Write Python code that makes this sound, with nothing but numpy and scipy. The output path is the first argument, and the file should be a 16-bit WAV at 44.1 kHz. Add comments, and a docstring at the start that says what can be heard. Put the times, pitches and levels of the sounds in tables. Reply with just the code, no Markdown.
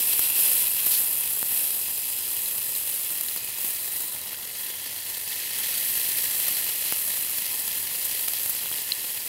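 """A chicken turns on a spit over charcoal in the open air, and the motor hums faintly throughout.
First, marinade drips on the embers and boils off in thousands of tiny bursts a second: a bright fizz,
and a duller crackle that rings in the grill bowl. Fat snaps, steam sings and the coals tink.
The coals dry while a bunch of herbs is dipped; after five seconds, basting builds the sizzle again.
Near the end comes a quick run of snaps and one clear tink as the fizz dies down."""
import sys
import numpy as np
from scipy import signal
from scipy.fft import rfft, irfft
from scipy.io import wavfile

SR = 44100
rng = np.random.default_rng(int(sys.argv[2]) if len(sys.argv) > 2 else 0)


def transcribe(signal):
    """Save signal, clipped to [-1, 1], as a 16-bit WAV file at the path in sys.argv[1]."""
    frames = np.atleast_2d(signal).T
    limited = np.clip(frames, -1, 1)
    pcm = np.round(limited * 32767).astype(np.int16)
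    wavfile.write(sys.argv[1], SR, pcm)


N = 409248
TIME = np.arange(N) / SR


def from_db(db):
    """Turn decibels into a number to multiply by."""
    return 10 ** (np.asarray(db) / 20)


def rms_one(x):
    """Scale a sound to an average power of 1."""
    return x / np.sqrt(np.mean(x ** 2) + 1e-20)


def in_time(rows):
    """Join timed rows with straight lines, giving one curve per value column."""
    s, *columns = np.transpose(rows)
    return [np.interp(TIME, s, c) for c in columns]


def add(out, s, sound):
    """Mix a short sound in at s seconds."""
    room = out[round(s * SR):][:len(sound)]
    room += sound[:len(room)]


def drift(hz):
    """A smooth random wander, typically of size 1."""
    step = 40  # samples between points
    r = np.exp(-2 * np.pi * hz * step / SR)
    noise = rng.standard_normal(N // step + 2002)
    slow = signal.lfilter([1], [1, -2 * r, r * r], noise)[2000:]
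    return np.interp(np.arange(N) / step, np.arange(len(slow)), rms_one(slow))


def colour(x, spectrum, size=4096):
    """Make each frequency as strong as a table says."""
    hz, db = np.transpose(spectrum)
    grid = np.maximum(np.arange(size // 2 + 1) * SR / size, 1)
    gains = from_db(np.interp(np.log(grid), np.log(hz), db))
    # minimum phase: the filter rings after a click, never before
    cepstrum = irfft(np.log(gains))
    cepstrum[1:size // 2] *= 2
    cepstrum[size // 2 + 1:] = 0
    return signal.oaconvolve(x, irfft(np.exp(rfft(cepstrum))))[:N]


def band(x, low_hz, high_hz):
    """Gently turn down what lies outside two frequencies."""
    return signal.sosfilt(signal.butter(2, [low_hz, high_hz], "band", fs=SR, output="sos"), x + 1e-18)


def resonance(x, hz, width_hz):
    """Let through the sound near one pitch."""
    r = np.exp(-np.pi * width_hz / SR)
    feedback = [1, -2 * r * np.cos(2 * np.pi * hz / SR), r * r]
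    return signal.lfilter(np.array([1, 0, -1]) * (1 - r * r) / 2, feedback, x + 1e-18)


def ring(since, hz, fade_s):
    """A struck tone that falls 60 dB in fade_s seconds."""
    return np.sin(2 * np.pi * hz * since) * from_db(-60 * since / fade_s)


def bursts(per_s, spread_db, limit_db):
    """Bubbles burst as random clicks, many small and a few large."""
    born = rng.random(N) < per_s / SR
    sizes = from_db(np.minimum(spread_db * rng.exponential(1, N), limit_db))
    return rms_one(born * sizes * rng.choice([-1, 1], N) / np.sqrt(per_s))


# The tone of the open air. Each row: frequency in Hz, relative level in dB.
AIR_TONE = [(25, -6), (45, 4.5), (65, 0), (100, 5.5), (170, 0), (400, -15.5), (1000, -13), (4000, -18.5)]

def background(air_db=-59.5, motor_db=-67):
    """The open air rumbles and the spit motor hums unsteadily."""
    air = colour(rng.standard_normal(N), AIR_TONE)
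    air = rms_one(signal.sosfilt(signal.butter(6, 36, "high", fs=SR, output="sos"), air))
    motor = rms_one(resonance(rng.standard_normal(N), hz=88.8, width_hz=6))
    return from_db(air_db) * air + from_db(motor_db) * motor


# Embers cracking. Each row: start in seconds, level in dB, pitch in Hz.
EMBER_CRACKS = [(.948, -18, 4300), (2.460, -20, 4100), (2.753, -21, 4100), (3.285, -20, 4150),
                (5.330, -21, 3500), (6.119, -20, 4100), (8.726, -20, 3300), (8.920, -5, 4150)]
# The tones of one ember. Each row: multiple of its pitch, relative level in dB, seconds to fall 60 dB.
EMBER_TONES = [(1, 0, .011), (.7, -8, .007), (1.15, -9, .007), (2.1, -17, .004)]

def ember_tinks(attack_s=.0004):
    """Suddenly cooled charcoal cracks and rings for a few milliseconds."""
    out, since = np.zeros(N), np.arange(SR // 20) / SR
    for s, db, hz in EMBER_CRACKS:
        tones = sum(from_db(tone_db) * ring(since, hz * ratio, fade_s)
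                    for ratio, tone_db, fade_s in EMBER_TONES)
        add(out, s, from_db(db) * tones * (1 - np.exp(-since / attack_s)))
    return out


# Droplets flashing into steam. Each row: start in seconds, level in dB, length in seconds, pitch in Hz.
STEAM_FLASHES = [(0.861, -18, .014, 14500), (0.907, -29.5, .085, 4300), (3.31, -33, 0.099, 14500),
                 (3.604, -34, 0.22, 15300), (4.343, -35.5, .008, 2470), (5.565, -41.5, 0.083, 1930),
                 (5.724, -35, .04, 2700), (8.046, -24.5, .022, 11500), (8.28, -29, 0.011, 3200),
                 (8.493, -23, 0.025, 14800)]
# Steam singing between coals. Each row: start in seconds, level in dB, pitch in Hz.
STEAM_VENTS = [(.2, -43, 2760), (1.8, -46.5, 4920), (3.38, -50, 2510), (3.8, -48, 3920), (4.55, -48, 3290)]

def steam_flares(vent_s=.59, vent_width_hz=170, rise_share=.13):
    """A droplet on a hot spot boils away in one short hiss; steam in a narrow gap sings for longer."""
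    out, grains = np.zeros(N), bursts(5500, spread_db=3, limit_db=18)
    # low flashes cover a narrower range of frequencies
    flashes = [(s, db, length, hz, min(3100, hz / 1.8)) for s, db, length, hz in STEAM_FLASHES]
    vents = [(s, db, vent_s, hz, vent_width_hz) for s, db, hz in STEAM_VENTS]
    for s, db, length, hz, width_hz in flashes + vents:
        swell = np.sqrt(np.interp(TIME, [s, s + length * rise_share, s + length], [0, 1, 0]))
        out += from_db(db) * swell * rms_one(resonance(grains, hz, width_hz))
    return out


# Fat spitting. Each row: start in seconds, relative crack level in dB, relative thud level in dB.
FAT_SPITS = [(.1937, 5.5, -10.5), (.868, -4, -18), (1.003, -5, -27), (1.0067, -3, -25), (1.4291, -2, -13),
             (3.211, 2, -21), (3.363, -4.5, -20), (4.331, -9, -23), (5.277, -7, -30), (6.9243, 2, -11),
             (8.057, -6, -28), (8.2838, 1, -21), (8.460, -5, -21), (8.496, -4, -22), (8.5505, -4, -21),
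             (8.659, -10, -20), (8.715, -13, -20), (9.044, -15, -22)]

def fat_snaps(small_per_s=1.8, crack_hz=12800, thud_hz=2200, echo_s=.00038, echo_db=-10):
    """A bead of fat explodes: one thud of pressure, and a bright crack that echoes off nearby coals."""
    cracks, thuds, since = np.zeros(N), np.zeros(N), np.arange(SR // 100) / SR
    # extra small spits, random in time and size
    draws = rng.uniform([0, -1], [1, 1], (round(small_per_s * N / SR), 2))
    small = [(when * N / SR, -11 + 3 * size, -28 + 3 * size) for when, size in draws]
    for s, crack_db, thud_db in FAT_SPITS + small:
        crack = from_db(crack_db) * ring(since, crack_hz * rng.uniform(.94, 1.06), fade_s=.0007)
        add(cracks, s, crack)
        add(cracks, s + echo_s * rng.uniform(.57, 1), from_db(echo_db) * crack)
        add(thuds, s, from_db(thud_db) * np.exp(-2 * np.pi * thud_hz * since))
    # so small a source gives off no deep bass
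    return band(cracks, 5000, 18600) + from_db(3.5) * band(thuds, 90, 3200)


# Drips landing. Each row: start in seconds, relative peak fizz in dB, seconds to reach that peak.
MARINADE_DRIPS = [(.34, -22, .1), (.84, -23.5, .085), (1.46, -25.7, 0.1), (2.27, -32, .08),
                  (3.569, -30, 0.085), (3.78, -31.5, 0.13), (4.53, -34.5, .08), (6.14, -33, 0.045),
                  (6.35, -31.5, 0.1), (6.88, -34, 0.22), (7.88, -32.4, .38)]

def drip_power():
    """Each drip spreads, boils hardest, then dries away; their powers add up."""
    power = 1e-12
    for s, db, rise_s in MARINADE_DRIPS:
        age = np.maximum(TIME - s, 0) / rise_s
        power += (from_db(db) * age * np.exp(1 - age)) ** 2
    return power


# Marinade standing on the coals. Each row: time in seconds, relative fizz level in dB.
SURFACE_BOIL = [(0, -23), (1.71, -29), (3.12, -29.5), (3.5, -32.5), (4.47, -36), (5.5, -31), (5.8, -26.5),
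                (8.6, -31), (9.28, -33.5)]
# Marinade deeper in the embers. Each row: time in seconds, relative crackle and sputter levels in dB.
DEEP_BOIL = [(0, -34.5, -49.5), (1.25, -39.5, -51.5), (3.0, -40, -52.5), (4.35, -42.5, -50.5),
             (5.2, -39.5, -52), (5.62, -35, -49.5), (7.7, -38, -50.5), (8.8, -38, -50), (9.28, -40.5, -53)]

def boil_levels(drip_crackle_db=-15, drip_sputter_db=-29):
    """Fizz, crackle and sputter levels in dB: fresh drips add to what is already boiling."""
    fresh = drip_power()
    layers = zip(in_time(SURFACE_BOIL) + in_time(DEEP_BOIL), (0, drip_crackle_db, drip_sputter_db))
    return [10 * np.log10(from_db(steady_db) ** 2 + from_db(share_db) ** 2 * fresh)
            for steady_db, share_db in layers]


def spurts(per_s, decay_s):
    """A film of liquid breaks, so the bubbling jumps up at once and dies away."""
    kicks = (rng.random(N) < per_s / SR) * rng.uniform(.55, 1, N)
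    swell = signal.lfilter([1], [1, -np.exp(-1 / (decay_s * SR))], kicks + 1e-18)
    return rms_one(swell - swell.mean())


def ringing_bubbles(clicks, low_hz, high_hz, width_hz, count):
    """Each burst rings briefly at one of several pitches, picked at random."""
    picks = rng.integers(0, count, N)
    pitches = np.linspace(low_hz, high_hz, count)
    return rms_one(sum(resonance(clicks * (picks == k), hz, width_hz) for k, hz in enumerate(pitches)))


def coal_echoes(x, echo_db=-23, hold_s=.433, count=4):
    """The coals throw back faint, quick echoes, whose paths change as new spots get wet."""
    out, hop = x.copy(), int(hold_s * SR)
    fade = np.sin(np.pi * np.arange(2 * hop) / (2 * hop))
    for start in range(0, N - hop, hop):
        part = x[start:start + 2 * hop]
        for lag_s, sign in zip(rng.uniform(.0002, .0025, count), rng.choice([-1, 1], count)):
            add(out, start / SR + lag_s, sign * from_db(echo_db) * part * fade[:len(part)])
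    return rms_one(out)


# The air ringing in the grill bowl. Each row: pitch in Hz, width in Hz, relative level in dB
# from the first wet patch of coals, and the same from the second.
BOWL_TONES = [(1808, 254, -9, -3), (2130, 255, -5, -2), (2570, 242, 0.5, -2.5), (2894, 283, 1, -1),
              (3320, 367, -1, -2), (4000, 294, 0, -0.5), (4650, 430, -2, -1.5), (4976, 316, 1, -1),
              (6220, 1360, -6.5, -4)]

def grill_bowl(x, position):
    """Each patch of coals stirs its own mix of the bowl's tones."""
    first, second = 0, 0
    for k, (hz, width_hz, first_db, second_db) in enumerate(BOWL_TONES):
        tone = (-1) ** k * resonance(x, hz, width_hz)
        first += from_db(first_db) * tone
        second += from_db(second_db) * tone
    return rms_one((1 - position) * rms_one(first) + position * rms_one(second))


# The fizz of wet coals and of drying ones. Each row: frequency in Hz, relative level in dB.
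WET_TONE = [(100, -22.5), (1500, -19), (5500, -19), (6500, -12.5), (7800, -5.5), (9500, -2), (10700, 1.5),
            (12600, 3), (14000, 1), (15800, -5)]
DRY_TONE = [(100, -20.5), (1500, -19.5), (5500, -20), (6500, -7), (7800, -3.5), (9500, -2), (10700, 0.6),
            (12600, 1), (14000, 0.5), (15800, -4)]

def surface_fizz(spray, fizz_db, position, wet_from_db=-35, wet_range_db=9.5, second_drier_db=5.5):
    """The fizz sounds wetter as its level rises; the second patch of coals is drier."""
    wetness = np.clip((fizz_db - wet_from_db - second_drier_db * position) / wet_range_db, 0, 1)
    return wetness * rms_one(colour(spray, WET_TONE)) + (1 - wetness) * rms_one(colour(spray, DRY_TONE))


# Where the liquid boils. Each row: time in seconds, position from 0 (first patch) to 1 (second).
BOIL_POSITION = [(0, 0), (2.2, 0.17), (3.8, 0.5), (4.6, 1), (6.4, 0.7), (7.8, 0.65), (9.28, 0.63)]
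# The tone of the low sputter. Each row: frequency in Hz, relative level in dB.
SPUTTER_TONE = [(60, -11), (150, -2), (300, -1), (500, 2.5), (750, -1.5), (970, 3.5), (1150, -1.5),
                (1450, -2), (2500, -5), (8000, -29)]

def sizzle():
    """Harder boiling gives more bursts a second, in clumps as the liquid skitters over the coals."""
    fizz_db, crackle_db, sputter_db = boil_levels()
    position, = in_time(BOIL_POSITION)
    clumps = spurts(per_s=150, decay_s=.0028)
    per_s = 5500 * from_db(.7 * (fizz_db - np.mean(fizz_db)))
    fine = bursts(per_s, spread_db=3, limit_db=19)
    coarse = bursts(per_s * .55, spread_db=2.5, limit_db=8.5)
    steam = rng.standard_normal(N)
    # the smallest bubbles tick, slightly larger ones ring, and escaping steam fills the gaps
    top_pops = bursts(per_s * .5, spread_db=.5, limit_db=19)
    top_rings = ringing_bubbles(top_pops, 7150, 15700, width_hz=1130, count=9)
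    spray = (fine + .68 * top_rings + .38 * steam) * from_db(clumps + .5 * drift(hz=5.4))
    fizz = surface_fizz(coal_echoes(spray), fizz_db, position)
    # bubbles down between the coals sound through the bowl
    deep_pops = bursts(per_s * .2, spread_db=1, limit_db=17.5)
    deep_rings = ringing_bubbles(deep_pops, 1740, 5410, width_hz=340, count=10)
    bubbling = coarse + .72 * fine + .49 * deep_rings + .24 * steam
    crackle = grill_bowl(bubbling * from_db(1.14 * clumps + .9 * drift(hz=9.7)), position)
    splutter = (fine + .68 * coarse + .47 * steam) * from_db(1.83 * clumps)
    sputter = rms_one(colour(splutter, SPUTTER_TONE))
    boiling = from_db(fizz_db + 1.25) * fizz + from_db(crackle_db + .6) * crackle
    boiling += from_db(sputter_db) * sputter
    return signal.sosfilt(signal.butter(2, 60, "high", fs=SR, output="sos"), boiling)


def scene():
    """The grill in one channel, heard from close above."""
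    return (sizzle() + fat_snaps() + steam_flares() + ember_tinks() + background())[None]


def record(dry, cutoff_hz=15780):
    """Round off the tallest peaks and cut away the very highest treble."""
    rounded = dry / (1 + dry ** 6) ** (1 / 6)
    treble_cut = signal.firwin(601, cutoff_hz, fs=SR, window="blackman")
    return signal.oaconvolve(rounded, treble_cut[None], mode="same", axes=1)


dry = scene()
out = record(dry)
transcribe(out)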